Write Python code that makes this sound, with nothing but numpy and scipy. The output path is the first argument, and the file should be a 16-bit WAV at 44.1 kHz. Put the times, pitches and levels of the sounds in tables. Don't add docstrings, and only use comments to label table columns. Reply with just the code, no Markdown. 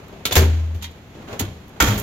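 import sys
import numpy as np
from scipy import signal
from scipy.fft import rfft, irfft, next_fast_len
from scipy.io import wavfile

SR = 44100
rng = np.random.default_rng(int(sys.argv[2]) if len(sys.argv) > 2 else 0)


def dump(signal):
    limited = np.clip(np.atleast_2d(signal).T, -1, 1)
    pcm = np.round(limited * 32767).astype(np.int16)
    wavfile.write(sys.argv[1], SR, pcm)


N = 89214
TIME = np.arange(N) / SR
BAND_HZ = 1000 * 2 ** (np.arange(-15, 13) / 3)
SECOND_DRAWER_S = 1.0

# part, start_s, level_db, bass_db, mids_db, treble_db, attack_s, base_t60_s
CLICKS = [("rail", 0.081, -65.5, 10, -7.5, 9.5, .001, 0.045),
          ("catch", 0.2527, -27.5, 0.5, -0.8, -2.3, 0.0031, 0.14),
          ("bolt", 0.3219, -29.5, -1, 1, -1, 0.0033, 0.13),
          ("rail", 0.3285, -39.5, 0, 0, 13, 0.0011, 0.058), ("rail", 0.3540, -22.5, 4, -1, 0, 0.0015, 0.1),
          ("rail", 0.37, -37, 4, -11, 1, .002, 0.25), ("handle", 0.811, -50, -20, -10, -18, .006, .08),
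          ("handle", 0.8227, -39.5, -21, -6.5, -4.5, 0.0022, 0.16),
          ("handle", 0.841, -37, -18, -5.5, -11.5, 0.003, 0.13),
          ("rail", 0.911, -61, -4, 9, 3, 0.0012, 0.049), ("rail", 1.328, -43, -10, 0, -13, 0.0025, 0.058),
          ("latch", 1.3925, -32, 7.8, -1.6, 5.1, 0.0053, 0.099),
          ("rail", 1.447, -50, -4, 7, -8, 0.0036, .12), ("rail", 1.678, -69, -10, -4, 11.5, 0.004, 0.044),
          ("rail", 1.693, -73, -1, -10, 18, .001, 0.024), ("rail", 1.822, -26, 15, 5, 3, 0.0026, 0.055),
          ("rail", 1.972, -53, -8, -10, 15.4, 0.014, 0.25),
          ("rail", 1.9985, -48.5, -8, -8, 20, .001, 0.023)]
# start_s, level_db, bass_db, mids_db, treble_db, attack_s, base_t60_s
KNOCKS = [(0.125, -57, 14, -4, -17, 0.0017, 0.43), (0.3098, -30.5, -1, -6, -12, 0.0012, 0.17),
          (0.3629, -21, 1, -1.5, 1.5, 0.0027, 0.19), (0.392, -33, 7.5, -1, -1, 0.0018, 0.33),
          (0.424, -38.5, 8.5, 5, -6, .005, 0.22), (0.745, -55, 6.5, -2, -2, .003, 0.29),
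          (1.141, -55.5, 15.5, -10, -15, 0.0089, 0.41), (1.285, -53, 7, -1, -16, 0.0013, 0.16),
          (1.406, -39.5, 10.5, -4, -8, 0.00087, 0.21), (1.8015, -23, -5.5, 2.5, -1, 0.0021, 0.17),
          (1.811, -31.5, 3, 5.5, -9, 0.0017, .1), (1.836, -32, 5, -1.5, -2, 0.0013, 0.58),
          (1.873, -32.5, 0, 0, -3.5, 0.0038, 0.45), (1.908, -41.5, 5, -5, -11, .004, 0.73),
          (1.977, -45, 14, 2.5, 6, 0.0016, 0.14)]
# band_hz, rolling_db, hush_db, reverb_db
SPECTRA = [(25, -18, -58, -15), (39.7, -23, -64, -5), (64.3, -2.5, -52.5, 1.5), (106, 0.5, -52, -1.5),
           (196, -3.5, -50, -5.5), (405, 4, -58.5, -18), (677, 2, -57.5, -20.5), (1200, -2, -61, -22),
           (2240, -4.5, -60, -17), (3870, -8.5, -65, -20), (6460, -18, -74.5, -26.5),
           (10000, -17.5, -73, -29), (15000, -27, -79, -39)]
# frequency_hz, correlation
COHERENCE = [(60, 0.98), (150, 1), (380, 0.89), (950, 0.36), (2400, 0), (15000, 0.03)]


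def clatter(bands):
    # band_hz, click_db, knock_db, t60_factor
    steel = [(25, -29, -21, 1.3), (50, -27, -16, 1.5), (107, -12.5, -10, 1), (164.8, -14.5, -10, 0.56),
             (244, -11.5, -6.5, 1), (433, -11.5, -4, 0.8), (780, -8, -3, 0.92), (1570, -5, -.5, 0.85),
             (3430, 2.5, -1.5, 1), (6300, -4, -4.5, 0.7), (10000, -0.5, -5.5, 0.83), (15000, -4, -4, 0.59)]
    chatter_db = 1.23 * flicker(hz=333.7)
    clicks = [blow for part, *blow in CLICKS]
    out = 0
    for hz, noise in zip(BAND_HZ, bands):
        click_db, knock_db, t60_factor = at_hz(steel, hz)
        reverb_db = at_hz(SPECTRA, hz)[2]
        power = band_power(clicks, hz, click_db, t60_factor, reverb_db)
        power += band_power(KNOCKS, hz, knock_db, t60_factor, reverb_db)
        out += np.sqrt(power) * noise
    shaking = sum(strike(start, attack, 2 * t60) for start, *_, attack, t60 in clicks + KNOCKS)
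    return out * from_db(np.minimum(shaking, 1) * chatter_db)


def band_power(blows, hz, band_db, t60_factor, reverb_db):
    power = np.zeros(N)
    reverb = (from_db(reverb_db) * strike(0, attack=0.0076, t60=0.8)) ** 2
    for start, db, *tone_db, attack, t60 in blows:
        first = int(start * SR)
        ring = strike(0, attack, t60 * t60_factor) ** 2
        tail = ring + reverb * t60 / 0.14
        power[first:] += from_db(db + band_db + impact_colour(hz, *tone_db)) ** 2 * tail[:N - first]
    return power


def panels():
    # start_s, pitch_hz, level_db, attack_s, free_t60_s
    booms = [(0.313, 83, -25, 0.0077, 0.29), (0.36, 42.2, -22, 0.011, 0.22),
             (0.3676, 80.4, -5.5, 0.0079, 1.43), (0.38, 86.5, -15, 0.0078, 0.057),
             (0.752, 87.7, -22, 0.0055, 0.46), (0.98, 93.7, -39, 0.023, 0.89),
             (1.407, 263, -18.5, 0.0025, 0.076), (1.416, 98.5, -19.5, 0.0043, 0.27),
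             (1.803, 63.5, -14, 0.019, 0.18), (1.835, 38.4, -24, 0.017, .3),
             (1.874, 106, -11.5, .012, 0.35), (1.882, 204.5, -19.5, 0.03, 0.44),
             (1.831, 301, -10, 0.005, 0.043), (1.948, 52, -27.5, 0.038, 0.36)]
    hand_damping = np.exp(-np.log(1000) * np.maximum(TIME - 0.78, 0) / 0.75)
    out = 0
    for start, hz, db, attack, t60 in booms:
        swing = from_db(db) * strike(start, attack, t60) * np.sin(2 * np.pi * hz * (TIME - start))
        out += swing * (hand_damping if start < SECOND_DRAWER_S else 1)
    return out


def drawer_boxes():
    # pitch_hz, level_db, t60_s
    closing_modes = [(254.4, -5.5, 0.34), (362.3, -5.5, 0.23), (390.4, 1.5, 0.3), (451, -4, 0.25),
                     (490, -11, 0.38), (628, -4.5, 0.33), (707, -9.5, 0.29), (1438, -2.5, 0.12),
                     (1684, -5.5, .24), (1770, -3.5, 0.19), (2190, -3, 0.11)]
    opening_modes = [(325.8, -1.5, 0.18), (407, -3, 0.2), (918, 3, 0.13), (1142, -1, 0.22),
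                     (1295, -4, 0.18), (1386, 4, 0.2), (1465, 5, 0.1), (1563, -2.5, 0.19), (1830, -5, .13),
                     (2045, -1, .11), (2230, 3, 0.1), (3190, -2, 0.21), (3493, -3, 0.15), (6626, -10, 0.2),
                     (7305, -10, 0.17)]
    closing = [knock for knock in KNOCKS if knock[0] < SECOND_DRAWER_S]
    opening = [knock for knock in KNOCKS if knock[0] >= SECOND_DRAWER_S]
    slam = modal_ring(with_rebounds(closing, count=5), closing_modes + minor_modes(), gain_db=-1)
    clack = modal_ring(with_rebounds(opening, count=5), opening_modes + minor_modes(), gain_db=-0.5)
    return slam + clack


def minor_modes(count=36):
    octaves = rng.uniform(-1.5, 2.9, count)
    level_db = -13.5 - 0.5 * octaves
    t60_s = 0.21 * 2 ** (-.15 * octaves)
    return list(zip(1000 * 2 ** octaves, level_db, t60_s))


def locking_parts():
    # pitch_hz, level_db, t60_s
    catch = [(1349, 0, .15), (2260, 2, .08), (2906, -2, .11), (3480, 1, .13), (3666, 2, .16), (4075, 3, .1),
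             (4300, 2, .1)]
    bolt = [(726, 2.5, 0.15), (1020, 4, .12), (2201, 3, 0.087), (3499, 13, 0.089), (4446, 3, 0.093),
            (6939, -10, .06)]
    handle = [(945, 2, .15), (1916, 1, .15), (2100, 1, .17), (2400, 1, .14), (3203, 2.5, .12),
              (3692, 1.5, .14), (3950, -2, .17)]
    latch = [(1787, -3, 0.19), (2000, -0.5, 0.15), (2770, 0, .08), (2940, 0, .06), (4247, -5, .1),
             (6500, -7, .1), (6760, -6, .1)]
    out = 0
    for name, modes in dict(catch=catch, bolt=bolt, handle=handle, latch=latch).items():
        blows = [blow for part, *blow in CLICKS if part == name]
        out += modal_ring(blows, modes, gain_db=-1)
    return out


def loose_tool():
    # start_s, level_db
    jolts = [(1.823, -45), (1.872, -50), (1.939, -47)]
    # pitch_hz, level_db, t60_s
    modes = [(8480, -10, .25), (14900, 7.5, 0.3), (14965, 4, .2), (15100, 4, 0.35), (15530, 1, .18)]
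    blows = [(start, db, 0, 0, 0) for start, db in jolts]
    return modal_ring(with_rebounds(blows, count=4), modes, gain_db=0)


def with_rebounds(blows, count, mean_delay_s=.035, loss_db=8, fade_db_per_s=101):
    impacts = list(blows)
    for start, db, *rest in blows:
        impacts += [(start + delay, db - loss_db - fade_db_per_s * delay, *rest)
                    for delay in rng.exponential(mean_delay_s, count) if start + delay < TIME[-1]]
    return impacts


def modal_ring(blows, modes, gain_db, spread_db=1.5):
    out = np.zeros((2, N))
    starts, blow_db, *tone_db = np.transpose(blows)[:5]
    for hz, mode_db, t60 in modes:
        phase_gap = np.arccos(at_hz(COHERENCE, hz)[0]) * rng.choice([-1, 1])
        strength_db = blow_db + mode_db + gain_db + impact_colour(hz, *tone_db)
        strength_db += spread_db * rng.standard_normal(len(starts))
        phases = np.exp(2j * np.pi * rng.random(len(starts)))
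        kicks = np.zeros(N, complex) + 1e-18
        kicks[(starts * SR).astype(int)] += from_db(strength_db) * phases
        pole = np.exp((2j * np.pi * hz - np.log(1000) / t60) / SR)
        swing = signal.lfilter([1], [1, -pole], kicks)
        out += np.imag(swing * np.exp(1j * phase_gap * np.array([[0], [1]])))
    return out


def impact_colour(hz, bass_db, mids_db, treble_db):
    bass = np.clip(np.log(1200 / hz) / np.log(4), 0, 1)
    mids = np.exp(-.5 * (np.log2(hz / 1530) / 0.61) ** 2)
    treble = np.clip(np.log(hz / 3000) / np.log(4), 0, 1)
    return bass_db * bass + mids_db * mids + treble_db * treble


def slides(bands):
    # time_s, level_db
    rolling = [(0, -56.5), (.13, -57.5), (.24, -54.5), (.34, -57), (.45, -57), (.95, -65), (1.1, -66.5),
               (1.18, -57), (1.27, -52.5), (1.33, -43), (1.385, -49), (1.5, -56), (1.65, -65.5),
               (1.79, -57.5), (2.02, -49.5)]
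    roughness_db = 2.5 * flicker(hz=70.17)
    level_db = np.interp(TIME, *np.transpose(rolling)) + roughness_db
    rumble = sum(from_db(at_hz(SPECTRA, hz)[0]) * noise for hz, noise in zip(BAND_HZ, bands))
    return from_db(level_db) * rumble


def garage_hush(bands):
    return sum(from_db(at_hz(SPECTRA, hz)[1]) * noise for hz, noise in zip(BAND_HZ, bands))


def band_noise(hz):
    edges = hz * 2 ** (np.array([-1, 1]) / 6)
    bandpass = signal.butter(2, edges, "band", fs=SR, output="sos")
    noise = signal.sosfilt(bandpass, rng.standard_normal((2, N + SR // 4)))[:, -N:]
    mid, side = noise / noise.std(axis=1, keepdims=True)
    correlation = at_hz(COHERENCE, hz)[0]
    return np.sqrt((1 + correlation) / 2) * mid + np.sqrt((1 - correlation) / 2) * side * [[1], [-1]]


def strike(start, attack, t60):
    age = np.maximum(TIME - start, 0)
    return np.minimum(age / attack, 1) * np.exp(-np.log(1000) * np.maximum(age - attack, 0) / t60)


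def flicker(hz):
    curve = np.interp(TIME * hz, np.arange(N), rng.standard_normal(N))
    return curve / curve.std()


def at_hz(table, hz):
    table_hz, *columns = np.transpose(table)
    return [np.interp(np.log(hz), np.log(table_hz), column) for column in columns]


def from_db(db):
    return 10 ** (np.asarray(db) / 20)


def scene():
    # time_s, left_minus_right_db
    place = [(.25, 1.5), (.85, -0.5), (1.4, 0), (1.8, -1)]
    pan = from_db(np.interp(TIME, *np.transpose(place)) * [[.5], [-.5]])
    impacts = clatter([band_noise(hz) for hz in BAND_HZ])
    rolling = slides([band_noise(hz) for hz in BAND_HZ])
    hush = garage_hush([band_noise(hz) for hz in BAND_HZ])
    tones = locking_parts() + drawer_boxes() + loose_tool()
    return pan * (impacts + rolling + tones) + panels() + hush


def record(dry):
    # frequency_hz, left_db, right_db
    ports = [(101, -1, -2.5), (615, .5, -1.5), (1550, -2, 1), (3850, 0.5, 2), (5410, 0.5, 1),
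             (6430, 5, 10.5), (7160, 2, 11), (7840, -4, -2), (10400, -2, -4), (10900, -1, 2),
             (12280, 0, 11.5), (13260, 7.5, 10), (14300, -8, 3), (15600, 7, -4)]
    size = next_fast_len(N + SR // 10)
    hz = np.maximum(np.fft.rfftfreq(size, 1 / SR), 1)
    coloured = irfft(rfft(dry, size) * from_db(at_hz(ports, hz)), size)[:, :N]
    rounded = coloured / (1 + coloured ** 6) ** (1 / 6)
    lowpass = signal.ellip(10, .2, 80, 15800, fs=SR, output="sos")
    return signal.sosfilt(lowpass, rounded)


dry = scene()
out = record(dry)
dump(out)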